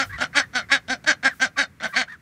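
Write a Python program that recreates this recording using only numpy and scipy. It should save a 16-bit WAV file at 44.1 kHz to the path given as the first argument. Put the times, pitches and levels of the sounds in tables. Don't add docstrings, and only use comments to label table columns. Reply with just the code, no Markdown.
import sys
import numpy as np
from scipy import signal
from scipy.fft import rfft, irfft, next_fast_len
from scipy.io import wavfile
from scipy.ndimage import uniform_filter1d, map_coordinates

SR = 44100
rng = np.random.default_rng(int(sys.argv[2]) if len(sys.argv) > 2 else 0)


def store_wav(level_fs):
    pcm = np.round(np.clip(np.atleast_2d(level_fs), -1, 1) * 32767)
    wavfile.write(sys.argv[1], SR, pcm.T.astype(np.int16))


N = 97505

# f/Hz, level/dB
YARD_SPECTRUM = [(20, -29.5), (40, -17.5), (65, 0), (110, 1), (190, -1), (280, -10), (400, -13.5),
                 (780, -24.5), (1200, -18.5), (2000, -16), (3000, -29), (6000, -31.5), (15500, -38.5)]
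# middle t/s, 1/e half-length/s, level/dB
RUSTLES = [(0.072, 0.042, -52), (1.367, 0.057, -56), (1.90, 0.042, -55)]
# f/Hz, level/dB
RUSTLE_SPECTRUM = [(500, -16), (3000, -2), (7000, 0), (15000, 1)]
# f/Hz, level/dB
THUD_SPECTRUM = [(20, -37), (45, -6), (70, -2), (110, -1.5), (250, -44), (800, -79)]
# f/Hz, t60/s
COOP_T60 = [(200, .25), (1700, 0.19), (4000, 0.11), (12000, 0.17)]
# f/Hz, level/dB
COOP_COLOUR = [(200, -2.5), (900, -1.5), (1700, -7.5), (3500, 0), (12000, -9.5)]
# middle t/s, half-length/s, nominal top pitch f/Hz, droop at ends/share, level/dB
PEEPS = [(.108, .016, 1690, .12, -38), (.149, .038, 1998, .25, -35), (.432, .024, 1843, .15, -35.5),
         (.618, .045, 2144, .08, -43.5), (1.294, .052, 1920, 0.4, -37), (1.906, .024, 1615, .12, -42.5),
         (1.938, .016, 1930, .08, -38), (2.117, .048, 1882, .36, -37.5)]
# middle t/s, half-length/s, nominal lowest pitch f/Hz, lift at ends/share, level/dB
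SQUEAKS = [(.140, .028, 1110, .13, -45), (.714, 0.0136, 1130, 0, -30), (.358, .018, 1150, .25, -33.5),
           (1.574, 0.015, 1130, .15, -36.5), (1.947, 0.023, 1130, 0, -38)]
# f/Hz, level/dB
PEEP_AIR_SPECTRUM = [(300, -61), (900, -12.5), (1600, 1.5), (2200, -10), (2900, -19.5), (4000, -18),
                     (8000, -29.5), (14000, -40)]
# f/Hz, width/Hz, level/dB
THROAT_RESONANCES = [(291.6, 91, -4.5), (592.5, 78, -12), (723, 294, -1), (1180, 180, -15.5),
                     (1560, 382, 1), (2140, 510, 3), (3204, 487, -5.5), (3855, 174, -4.5), (4507, 344, -3),
                     (5358, 303, -6.5), (6074, 284, -7), (6840, 344, -14.5), (7900, 1340, -20)]
# f/Hz, level/dB
THROAT_BASE = [(60, -72), (170, 0), (420, -44.5), (1000, -49), (4000, -26.5), (7000, -44), (9500, -32.5),
               (12000, -46.5), (15000, -52)]
# f/Hz, 1/e half-width/Hz, level/dB
THROAT_GAPS = [(443, 59, -11.5), (977, 27, -4), (2880, 43, -4.5), (4996, 83, -12), (5560, 59, -4)]
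# f/Hz, level/dB
RASP_SPECTRUM = [(100, -30), (600, -20), (1500, -5), (4000, 0), (12000, 2)]
# start t/s, lead-in/s, hold/s, release/s, pitch crest after start/s, arch half-width/s,
# crest pitch f/Hz, level/dB, chest/dB, treble/dB, bill resonance at crest f/Hz, bill resonance/dB,
# roughness 0-1, lead-in level/dB
QUACKS = [ (-.030, 0.029, 0.024, 0.021, 0.041, .040, 270.6, -21, 2.5, 0, 1412, 12, 0.41, -22),
          (.180, 0.03, 0.027, 0.018, 0.041, 0.032, 261.2, -22, 4.5, -1, 1490, 12.5, 1, -10.5),
          (.330, 0.033, 0.035, 0.016, 0.046, 0.053, 289.3, -16, -3, 0, 1610, 7.5, 0.54, -22.5),
          (0.531, 0.026, 0.029, 0.026, 0.029, 0.051, 254.3, -21.5, 4, 4.5, 1474, 11, .25, -14),
          (0.687, 0.033, 0.033, 0.019, 0.048, 0.052, 281, -15, -2.5, 2.5, 1690, 10.5, 0.22, -19.5),
          (0.879, 0.022, 0.031, 0.02, .039, 0.042, 263.5, -23, 11.5, 6, 1574, 13.5, 0.13, -9.5),
          (1.04, .002, 0.004, 0.0077, 0.0045, .020, 236.5, -39.5, 9.5, 0, 1600, 4, 0.68, -4),
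          (1.059, 0.019, 0.036, 0.016, .027, .042, 315, -15.5, -1, 0.5, 1660, 12.5, .4, -22),
          (1.228, 0.022, 0.025, 0.011, 0.031, 0.035, 273, -15.5, 2.5, 0.5, 1675, 15, 0.37, -9),
          (1.396, 0.02, 0.037, 0.018, .036, .036, 266.1, -18, 4.5, 4.5, 1567, 13, 0.25, -12),
          (1.564, 0.019, 0.046, 0.016, 0.034, 0.041, 283.8, -19, 1, 0.5, 1590, 11, 0.6, -26),
          (1.8, 0.034, 0.025, 0.018, 0.048, 0.024, 240.5, -25, 6.5, -5, 1560, 7, 0.98, -11.5),
          (1.938, 0.026, 0.048, 0.019, 0.053, 0.047, 261, -19, 2, 3, 1630, 9, .3, -14)]

YARD_DB, YARD_FADE_DB_PER_S = -48.5, 3
THUD_S, THUD_LENGTH_S, THUD_DB = 0.13, 0.064, -39

COOP_DB, WALLS_DB = -22.5, -17
WALLS_NEAR_S, WALLS_FAR_S = 0.0046, 0.02

PEEP_WAVER_SHARE, PEEP_FLUTTER_DB = 0.0275, 2
PEEP_OVERTONE_DB, SQUEAK_OVERTONE_DB, PEEP_AIR_DB = -23.5, -4.5, -7.5

CREAK_HZ, ARCH_POWER = 165, 2.1
JITTER_SHARE, SLACK_JITTER_SHARE, SIZE_SCATTER_DB = .042, .08, 1.2
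RASP_DB, RASP_DECAY_CYCLES = 2, .45

ATTACK_S, SWELL_DB_PER_S, SAG_DB_PER_S = .0018, 1096, 54.5
RELEASE_DB, RELEASE_POWER = 10.5, 1.4

PIPE_DELAY_S, PIPE_HZ, PIPE_RIPPLE_HZ, PIPE_RIPPLE_DB = .0008, 1300, 350, 1.8
GRAIN_DB = 2.6

CHEST_HZ, BRIGHT_HZ, DULL_DB_PER_DB = 950, 2600, 0.48
BILL_WIDTH_HZ, BILL_GLIDE_SHARE = 117, .08

TOP_HZ = 15650


def amp(db):
    return 10 ** (np.asarray(db) / 20)


def unit(x):
    return x / np.sqrt(np.mean(x ** 2) + 1e-20)


def along(points, hz):
    f, v = np.transpose(points)
    return np.interp(np.log(hz + 1), np.log(f + 1), v)


def above(hz, edge_hz):
    return 1 - 1 / (1 + (hz / edge_hz) ** 6)


def wobble(knots_per_s):
    knots = rng.standard_normal(int(N * knots_per_s / SR) + 4)
    return map_coordinates(knots, [np.arange(N) * knots_per_s / SR])


def coloured(x, gain):
    m = 2 * next_fast_len(len(x))
    log_gain = np.log(np.maximum(gain(np.fft.rfftfreq(m, 1 / SR)), 1e-6))
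    cepstrum = irfft(log_gain, m)
    cepstrum[1:m // 2] *= 2
    cepstrum[m // 2 + 1:] = 0
    return irfft(rfft(x, m) * np.exp(rfft(cepstrum)), m)[:len(x)]


def noise(spectrum, size):
    return unit(coloured(rng.standard_normal(size), lambda hz: amp(along(spectrum, hz))))


def pulses(times_s, sizes, size):
    at = times_s[:, None] * SR
    taps = np.floor(at).astype(int) + np.arange(-7, 9)
    shape = np.sinc(taps - at) * np.cos(np.pi * (taps - at) / 16) ** 2
    taps = np.clip(taps, 0, size - 1)
    return np.bincount(taps.ravel(), (sizes[:, None] * shape).ravel(), size)


def yard():
    t = np.arange(N) / SR
    rumble = amp(YARD_DB - YARD_FADE_DB_PER_S * t) * noise(YARD_SPECTRUM, N)
    bump = amp(THUD_DB) * np.exp(-((t - THUD_S) / THUD_LENGTH_S) ** 2) * noise(THUD_SPECTRUM, N)
    swells = sum(amp(db) * np.exp(-((t - middle) / half) ** 2) for middle, half, db in RUSTLES)
    return rumble + bump + swells * noise(RUSTLE_SPECTRUM, N)


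def coop(x):
    size = SR // 2
    hz, t, z = signal.stft(rng.standard_normal(size), SR, nperseg=256)
    tail_db = along(COOP_COLOUR, hz)[:, None] - 60 * t / along(COOP_T60, hz)[:, None]
    tail = signal.istft(z * amp(tail_db), SR, nperseg=256)[1][:size]

    where, strength = rng.random(size=10), rng.standard_normal(size=10)
    walls = pulses(WALLS_NEAR_S + (WALLS_FAR_S - WALLS_NEAR_S) * where, strength, size)
    walls = coloured(walls, lambda hz: amp(along(COOP_COLOUR, hz)))

    def answer(echo):
        return unit(signal.fftconvolve(x, echo)[:N]) * np.std(x)

    return amp(COOP_DB) * answer(tail) + amp(WALLS_DB) * answer(walls)


def peeper():
    t, out = np.arange(N) / SR, np.zeros(N)
    for notes, bend, overtone_db in ((PEEPS, -1, PEEP_OVERTONE_DB), (SQUEAKS, 1, SQUEAK_OVERTONE_DB)):
        waver = 1 + PEEP_WAVER_SHARE * wobble(400)
        flutter = amp(PEEP_FLUTTER_DB * wobble(130))
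        air = amp(PEEP_AIR_DB) * noise(PEEP_AIR_SPECTRUM, N)
        for middle, half, hz, curve, db in notes:
            u = np.clip((t - middle) / half, -1, 1)
            pitch_hz = hz * (1 + bend * curve * u ** 2) * waver
            phase = 2 * np.pi * np.cumsum(pitch_hz) / SR
            tone = np.sqrt(2) * (np.sin(phase) + amp(overtone_db) * np.sin(2 * phase))
            out += amp(db) * (1 - u ** 2) * flutter * (tone + air)
    return out


def syrinx(t, tension, pitch_hz, rough):
    cycles = np.cumsum(CREAK_HZ + (pitch_hz - CREAK_HZ) * tension) / SR
    scatter, strength = rng.standard_normal((2, 80))[:, :int(cycles[-1])]
    times = np.interp(np.arange(len(scatter)), cycles, t)
    slack = 1 - np.interp(times, t, tension)
    jitter_s = (JITTER_SHARE * rough + SLACK_JITTER_SHARE * slack ** 2) / pitch_hz
    times = np.sort(np.abs(times + scatter * jitter_s))
    buzz = unit(pulses(times, amp(SIZE_SCATTER_DB * strength), len(t)))

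    since_s = t - times[np.maximum(np.searchsorted(times, t) - 1, 0)]
    decay = np.exp(-np.abs(since_s) * pitch_hz / RASP_DECAY_CYCLES)
    rasp = unit(noise(RASP_SPECTRUM, len(t)) * decay)
    return buzz + amp(RASP_DB) * (rough + (1 - tension) ** 2) * rasp


def windpipe(x):
    m = 2 * len(x)
    hz = np.fft.rfftfreq(m, 1 / SR)
    lag, ripple = [map_coordinates(knots, [hz / PIPE_RIPPLE_HZ]) for knots in rng.standard_normal((2, 200))]
    delay_s = PIPE_DELAY_S * (1 + np.tanh(1.5 * lag)) * above(hz, PIPE_HZ)
    gain = amp(PIPE_RIPPLE_DB * ripple * above(hz, BRIGHT_HZ))
    turn = np.exp(-2j * np.pi * np.cumsum(delay_s) * hz[1])
    return irfft(rfft(x, m) * gain * turn, m)[:len(x)]


def grainy(x):
    hz, t, z = signal.stft(x, SR, nperseg=256)
    field = uniform_filter1d(rng.standard_normal(z.shape), size=4, axis=0)
    field = unit(uniform_filter1d(field, size=4, axis=1))
    gain = amp(GRAIN_DB * field * above(hz, CHEST_HZ)[:, None])
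    return signal.istft(z * gain, SR, nperseg=256)[1][:len(x)]


def throat(hz):
    peaks = sum(amp(db) / (1 + ((hz - centre) / width * np.sqrt(2)) ** 2) ** 1.38
                for centre, width, db in THROAT_RESONANCES)
    gaps_db = sum(db * np.exp(-((hz - centre) / width) ** 2) for centre, width, db in THROAT_GAPS)
    return (peaks + amp(along(THROAT_BASE, hz))) * amp(gaps_db)


def quack(lead, hold, release, crest, arch, pitch_hz, level_db, chest_db, treble_db,
          bill_hz, bill_db, rough, lead_db):
    t = np.arange(SR // 5) / SR
    tension = np.exp(-np.abs((t - crest) / arch) ** ARCH_POWER)
    source = grainy(windpipe(syrinx(t, tension, pitch_hz, rough)))

    swell_db = np.clip((t - lead) * SWELL_DB_PER_S, lead_db, 0)
    fade_db = RELEASE_DB * (np.maximum(t - lead - hold, 0) / release) ** RELEASE_POWER
    sag_db = SAG_DB_PER_S * np.maximum(t - lead, 0)
    effort_db = swell_db - fade_db - sag_db

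    lowpass = signal.butter(2, BRIGHT_HZ, fs=SR, output="sos")
    body = signal.sosfiltfilt(lowpass, source, padtype=None)
    dulled = body + (source - body) * amp(DULL_DB_PER_DB * effort_db)
    driven = (1 - np.exp(-t / ATTACK_S)) * amp(effort_db) * dulled

    def tract(hz):
        tilt_db = chest_db * (1 - above(hz, CHEST_HZ)) + treble_db * above(hz, BRIGHT_HZ)
        bill_peak_db = bill_db / (1 + ((hz - bill_hz) / BILL_WIDTH_HZ) ** 2)
        return throat(hz) * amp(tilt_db + bill_peak_db)

    voice = coloured(driven, tract)
    voice = map_coordinates(voice, [np.cumsum(1 - BILL_GLIDE_SHARE * (1 - tension))])
    return amp(level_db) * voice / np.sqrt(np.average(voice ** 2, weights=amp(effort_db) ** 2))


def duck():
    out = np.zeros(N + 2 * SR)
    for start, *shape in QUACKS:
        call = quack(*shape)
        out[SR + round(start * SR):][:len(call)] += call
    return out[SR:SR + N]


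def scene():
    birds = duck() + peeper()
    return (birds + coop(birds) + yard())[None]


def record(dry):
    m = next_fast_len(N + SR // 2)
    passband = np.fft.rfftfreq(m, 1 / SR) < TOP_HZ
    return irfft(rfft(dry, m) * passband, m)[..., :N]


dry = scene()
out = record(dry)
store_wav(out)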